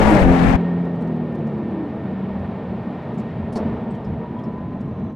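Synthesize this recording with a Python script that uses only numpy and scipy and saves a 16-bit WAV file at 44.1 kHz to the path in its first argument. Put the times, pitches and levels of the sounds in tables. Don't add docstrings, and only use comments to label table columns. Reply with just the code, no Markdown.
import sys
import numpy as np
from scipy import signal
from scipy.fft import rfft, irfft, next_fast_len
from scipy.io import wavfile
from scipy.ndimage import map_coordinates

SR = 44100
rng = np.random.default_rng(int(sys.argv[2]) if len(sys.argv) > 2 else 0)


def digitize_waveform(pressure):
    field = np.atleast_2d(pressure).T
    bounded = np.clip(field, -1, 1)
    quanta = np.round(bounded * 32767).astype(np.int16)
    wavfile.write(sys.argv[1], SR, quanta)


N = 227247

# (time [s], level [dB])
JOLTS = [(3.559, -24.5), (3.603, -27.5)]


def engine():
    # (time [s], cycle rate [Hz])
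    revs = [(0, 53.9), (.09, 53.4), (.15, 51.2), (.26, 43.5), (.8, 43.5), (1.06, 41.7), (1.37, 38.3),
            (1.81, 31.8), (2.01, 31.6), (2.34, 32.35), (2.53, 30.8), (3.3, 27.8)]
    # (time [s], boom [dB], upper orders [dB])
    load = [(0, -22.5, -26.5), (.2, -21, -28.5), (.3, -17, -27.5), (.6, -24, -41), (1, -28, -40.5),
            (1.55, -30, -38.5), (1.83, -41, -37), (1.97, -39, -47), (2.1, -27.5, -46), (2.8, -37.5, -56),
            (3.7, -42.5, -60)]
    # (order, level [dB])
    low_orders = [(4, 1.5), (5, -10.5), (6, 1)]
    # (order, open air [dB], cabin [dB])
    upper_orders = [(7, -6.5, -2), (8, -.5, -1), (9, -6, 3.5), (10, -3.5, 3), (11, -5, -9), (12, -3, -9.5),
                    (13, -15.5, -5.5), (14, -5, -8), (15, -9, -5.5), (16, -10.5, -17), (17, -11, -13.5),
                    (18, -3.5, -9.5), (19, -14, -16.5), (20, -21.5, -21), (22, -13.5, -23), (27, -14, -20)]
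    # (order, time [s], half length [s], level [dB])
    blares = [(6, 0.13, 0.033, -14.5), (12, .178, .055, -18)]
    # (frequency [Hz], gain [dB])
    pipes = [(172, -2.5), (190, 0), (215, 3), (260, 1), (280, -11.5), (320, -7.5)]
    # (frequency [Hz], gain [dB])
    cavity = [(122, -15.5), (145, -2.5), (170, 1.5), (192, -0.5), (215, 3), (237, -2.5), (258, -7)]
    cycle_hz, = curves(revs)
    boom_db, upper_db = curves(load)
    angle = phase(cycle_hz)
    outside = inside = 0
    for k, db in low_orders:
        line = amp(boom_db + db + 1.1 * wobble(9)) * partial(k * angle, rough=.068, rate_hz=35)
        outside += amp(along(pipes, k * cycle_hz)) * line
        inside += amp(along(cavity, k * cycle_hz)) * line
    for k, s, half_s, db in blares:
        outside += amp(db) * swell(s, half_s) * partial(k * angle, rough=.44, rate_hz=76)
    for k, db, _ in upper_orders:
        outside += amp(upper_db + db) * partial(k * angle, rough=.5, rate_hz=29.9)
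    for k, _, db in upper_orders:
        standing_wave_db = -3.5 + 2.5 * wobble(5)
        inside += amp(upper_db + db + standing_wave_db) * partial(k * angle, rough=.47, rate_hz=15)
    return outside, inside, angle


def exhaust_rush(angle):
    # (time [s], level [dB])
    thrust = [(0, 1.5), (.225, 0), (.255, -5.5), (.32, -3.5), (.49, -1.5), (.56, -4)]
    # (frequency [Hz], level [dB])
    roar_spectrum = [(60, -29), (130, 6), (220, 6), (400, -2.5), (600, -1.5), (820, 1.5), (1100, -10),
                     (1600, -18.5), (4000, -50), (8000, -120)]
    # (frequency [Hz], level [dB])
    rasp_spectrum = [(590, -38.5), (1000, -2), (1510, -5), (1650, -3.5), (2040, -6), (2190, -6),
                     (2730, -13.5), (4000, -25.5), (5200, -42), (8800, -120)]
    # (frequency [Hz], level [dB])
    hiss_spectrum = [(2060, -31.5), (3500, -4), (4490, -5), (5120, -6.5), (7640, -11), (15600, -28.5)]
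    thrust_db, = curves(thrust)
    puffs = unit(1 + .37 * np.cos(6 * angle) + .1 * np.cos(angle))
    roar = amp(-18.5 + .7 * thrust_db) * wide(roar_spectrum)
    rasp = amp(-26.5 + thrust_db) * wide(rasp_spectrum)
    hiss = amp(-43.5 + 1.2 * thrust_db + wobble(87)) * wide(hiss_spectrum)
    return roar + puffs * (rasp + hiss)


def wind():
    # (time [s], level [dB])
    gusts = [(.05, -19.5), (.243, -13.5), (.295, -14), (.485, -20.5), (.545, -16.5)]
    # (frequency [Hz], level [dB])
    buffet = [(10, -8.5), (25, -7.5), (55, 5.5), (90, -3.5), (150, -11.5), (300, -32), (800, -68),
              (2000, -120)]
    ports = amp([[4.5], [-17]]) * np.array([noise(buffet), noise(buffet)])
    return surges(gusts, half_s=.024, base_db=-22) * ports


def road_noise():
    # (time [s], level [dB])
    rolling = [(.57, 5), (.7, 1.9), (1, -0.25), (1.8, 0.2), (2.2, .5), (3.3, 0.9), (3.46, 0), (4.4, -2),
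               (5.1, -4)]
    # (time [s], rumble [dB], drone [dB])
    patches = [(2.39, -33, -33.5), (2.68, -37.5, -32.5), (3.17, -45, -27), (3.4, -34.5, -35),
               (3.7, -30, -22.5), (3.92, -39.5, -29), (4.12, -30, -28), (4.36, -51, -30), (4.7, -34.5, -30),
               (4.86, -38, -30.5), (4.96, -33, -52), (5.1, -38, -25.5)]
    # (frequency [Hz], level [dB])
    rumble_spectrum = [(15, -45), (25, -22.5), (40, -10), (60, -9), (88, 4.5), (110, -2), (140, -14.5),
                       (250, -61), (600, -120)]
    # (frequency [Hz], level [dB])
    drone_spectrum = [(70, -44.5), (105, -8), (130, -1), (165, -3.5), (190, 0.5), (220, 3), (240, -0.5),
                      (270, -7.5), (320, -10.5), (400, -21.5), (550, -37.5), (1200, -120)]
    # (frequency [Hz], level [dB])
    tyre_spectrum = [(190, -31.5), (330, -2.5), (446, 1.5), (512, -4), (571, -4.5), (637, -1), (678, -5.5),
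                     (856, -7), (989, -9), (1090, -14.5), (1170, -14), (1410, -20), (1700, -30),
                     (2210, -57.5), (3740, -120)]
    # (frequency [Hz], level [dB])
    air_spectrum = [(820, -35.5), (1400, -8.5), (1700, -6), (1840, -3.5), (1990, -9), (2250, -7.5),
                    (2440, -10.5), (3470, -18), (3800, -19.5), (6030, -37.5), (9790, -47), (12100, -52.5),
                    (15600, -53)]
    rolling_db, = curves(rolling)
    bump_s = JOLTS[0][0]
    shudder_db = 6 * (np.arange(N) / SR > bump_s) * swell(bump_s, half_s=.25)
    rumble = surges([(s, db) for s, db, _ in patches], half_s=.085, base_db=-41) * noise(rumble_spectrum)
    drone_gain = surges([(s, db) for s, _, db in patches], half_s=.085, base_db=-30)
    drone = drone_gain * amp(.86 * wobble(16)) * noise(drone_spectrum)
    tyres = amp(-34.5 + rolling_db + shudder_db + 1.1 * wobble(25)) * noise(tyre_spectrum)
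    air = amp(-51.5 + 1.4 * rolling_db + .78 * shudder_db + .54 * wobble(30)) * noise(air_spectrum)
    hiss = amp(-83.5) * rng.standard_normal(N)
    return rumble + drone + tyres + air + hiss


def bump():
    # (frequency [Hz], level [dB], T60 [s])
    modes = [(140, -29, 0.24), (217, 8.5, 0.14), (447, -2.5, 0.22), (753, -1.5, 0.038)]
    out = np.zeros(N)
    for s, jolt_db in JOLTS:
        t = np.maximum(np.arange(N) / SR - s, 0)
        for hz, db, t60_s in modes:
            out += amp(jolt_db + db - 60 * t / t60_s) * np.sin(2 * np.pi * hz * t)
    return out


def rattles():
    # (time [s], level [dB], ring [Hz], relative ring level [dB])
    trim = [(1.004, -54, 11050, -10.5), (1.465, -55, 5500, -4.5), (2.39, -61.5, 5010, -6.5),
            (3.137, -57.5, 9470, -5), (3.176, -50, 7230, 2), (3.193, -51, 5670, -8),
            (3.523, -42.5, 9520, -3.5), (3.553, -36.5, 4440, 6), (3.563, -41, 5410, 3.5),
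            (3.903, -56.5, 8090, 5), (3.941, -55, 3110, 13), (4.042, -56.5, 5170, 8),
            (4.384, -59.5, 3300, 17.5), (4.433, -57.5, 5250, 9.5), (4.801, -53, 4760, -11)]
    # (frequency [Hz], level [dB])
    plastic = [(2000, -33), (3800, -3), (4400, -2), (5400, 0), (6300, -4), (9800, -9), (13000, -25.5),
               (15500, -32.5)]
    rise_s, burst_t60_s, ring_t60_s = .0045, .072, .083
    out, t = np.zeros(N + SR), np.arange(SR // 4) / SR
    chatter = noise(plastic) * amp(wobble(370))
    rise = (1 - np.exp(-t / rise_s)) ** 2
    for s, db, ring_hz, ring_db in trim:
        at = round(s * SR)
        drift_rad = np.cumsum(rng.normal(0, .15, len(t)))
        ring = amp(ring_db - 60 * t / ring_t60_s) * np.sin(2 * np.pi * ring_hz * t + drift_rad)
        burst = amp(-60 * t / burst_t60_s) * np.resize(chatter[at:], len(t))
        out[at:at + len(t)] += amp(db - 2.5) * rise * (burst + ring)
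    return out[:N]


def whines():
    # (time [s], level [dB])
    steady_levels = [(.6, -47), (.75, -45.5), (1.05, -55), (3.7, -56), (4.5, -59), (5.1, -70)]
    # (time [s], level [dB])
    climb_levels = [(3.6, -71), (3.85, -44), (4.1, -55), (4.25, -45), (4.58, -44.5), (4.8, -54.5),
                    (5.1, -51)]
    steady_db, = curves(steady_levels)
    climb_db, = curves(climb_levels)
    steady_hz = 1843 + 10 * wobble(3) + 16 * wobble(60)
    steady = amp(steady_db - 2) * partial(phase(steady_hz), rough=.39, rate_hz=60)
    climb_hz = 972 + 108 * (np.arange(N) / SR - 4.3) + 5 * wobble(30)
    return steady + amp(climb_db) * partial(phase(climb_hz), rough=.45, rate_hz=50)


def truck():
    # (time [s], level [dB])
    passing = [(0, -60.5), (.11, -44.5), (.17, -56), (.23, -50.5), (.27, -70.5)]
    # (frequency [Hz], level [dB])
    sizzle = [(2000, -45.5), (5000, -9.5), (8000, 1), (11500, -9), (15500, -16)]
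    passing_db, = curves(passing)
    return amp(passing_db - 3) * wide(sizzle)


def brakes():
    # (time [s], level [dB])
    braking = [(4.3, -105), (4.65, -82), (4.9, -77), (5.08, -72)]
    # (frequency [Hz], level [dB])
    disc = [(3515, -5.5), (3960, -3.5), (5453, -15.5), (6110, -9.5)]
    brake_db, = curves(braking)
    tones = sum(amp(db) * partial(phase(hz + 30 * wobble(120)), rough=.61, rate_hz=140)
                for hz, db in disc)
    return amp(brake_db - .5) * tones


def creaks(per_s, db):
    shake_db, = curves([(.6, 8.5), (1.6, 4.5), (2.5, -7), (5, -1)])
    blows = (rng.random(N) < per_s / SR) * amp(3 * rng.standard_normal(N))
    t, t60_s = np.arange(SR // 50) / SR, .02
    envelope = signal.fftconvolve(blows, amp(-60 * t / t60_s))[:N]
    return amp(db + shake_db) * envelope * noise([(1500, -18.5), (4000, 2), (9000, -6.5), (15000, -15)])


def amp(db):
    return 10 ** (np.asarray(db) / 20)


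def unit(x):
    return x / np.sqrt(np.mean(x ** 2) + 1e-20)


def along(points, hz):
    knots_hz, values = np.transpose(points)
    return np.interp(np.log(hz + 1), np.log(knots_hz + 1), values)


def curves(rows):
    s, *columns = np.transpose(rows)
    return [np.interp(np.arange(N) / SR, s, column) for column in columns]


def wobble(rate_hz):
    knots = rng.standard_normal(int(N * rate_hz / SR) + 4)
    return map_coordinates(knots, [np.arange(N) * rate_hz / SR])


def swell(s, half_s):
    return np.exp(-((np.arange(N) / SR - s) / half_s) ** 2)


def surges(events, half_s, base_db):
    return np.sqrt(amp(base_db) ** 2 + sum((amp(db) * swell(s, half_s)) ** 2 for s, db in events))


def phase(hz):
    return 2 * np.pi * np.cumsum(hz) / SR


def partial(angle, rough, rate_hz):
    angle = angle + rng.uniform(0, 2 * np.pi)
    in_phase = (1 + rough * wobble(rate_hz)) * np.sin(angle)
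    quadrature = rough * wobble(rate_hz) * np.cos(angle)
    return np.sqrt(2) * (in_phase + quadrature)


def filtered(x, response):
    size = next_fast_len(N + SR // 2)
    return irfft(rfft(x, size) * response(np.fft.rfftfreq(size, 1 / SR)), size)[..., :N]


def noise(spectrum):
    return unit(filtered(rng.standard_normal(N), lambda hz: amp(along(spectrum, hz))))


def wide(spectrum):
    # (frequency [Hz], coherence [0-1])
    coherence = [(100, 1), (300, 0.57), (700, 0.2), (1500, 0.11), (4000, 0.57), (14000, .1)]
    # (frequency [Hz], left minus right [dB])
    balance = [(60, 15.5), (130, 5.5), (380, 1), (700, 9.5), (1300, 13), (2400, 13), (8000, 16),
               (15000, 17.5)]

    def mid_side(hz):
        turn = np.arccos(np.clip(along(coherence, hz), -1, 1)) / 2
        return amp(along(spectrum, hz)) * [np.cos(turn), np.sin(turn)]

    def lean(hz):
        left = amp(along(balance, hz))
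        return np.array([left, np.ones_like(hz)]) / (1 + left)

    mid, side = filtered(rng.standard_normal((2, N)), mid_side)
    pair = filtered(np.array([mid + side, mid - side]), lean)
    return pair / np.std(pair.mean(axis=0))


def scene():
    cut_s, crossfade_s = .5646, .0087
    fade_s, fade_db_per_s = 5.11, 249.5
    t = np.arange(N) / SR
    note, drone, angle = engine()
    cabin = drone + road_noise() + whines() + brakes() + rattles() + creaks(per_s=29, db=-72.5) + bump()
    open_road = note * amp([[.4], [-.4]]) + exhaust_rush(angle) + truck() + wind()
    inside = np.clip((t - cut_s) / crossfade_s + .5, 0, 1)
    fade = amp(-fade_db_per_s * np.maximum(t - fade_s, 0))
    return (1 - inside) * open_road + inside * fade * cabin


def record(dry):
    top_hz = 15750
    rounded = dry / (1 + np.abs(dry) ** 8) ** (1 / 8)
    return filtered(rounded, lambda hz: hz < top_hz)


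dry = scene()
out = record(dry)
digitize_waveform(out)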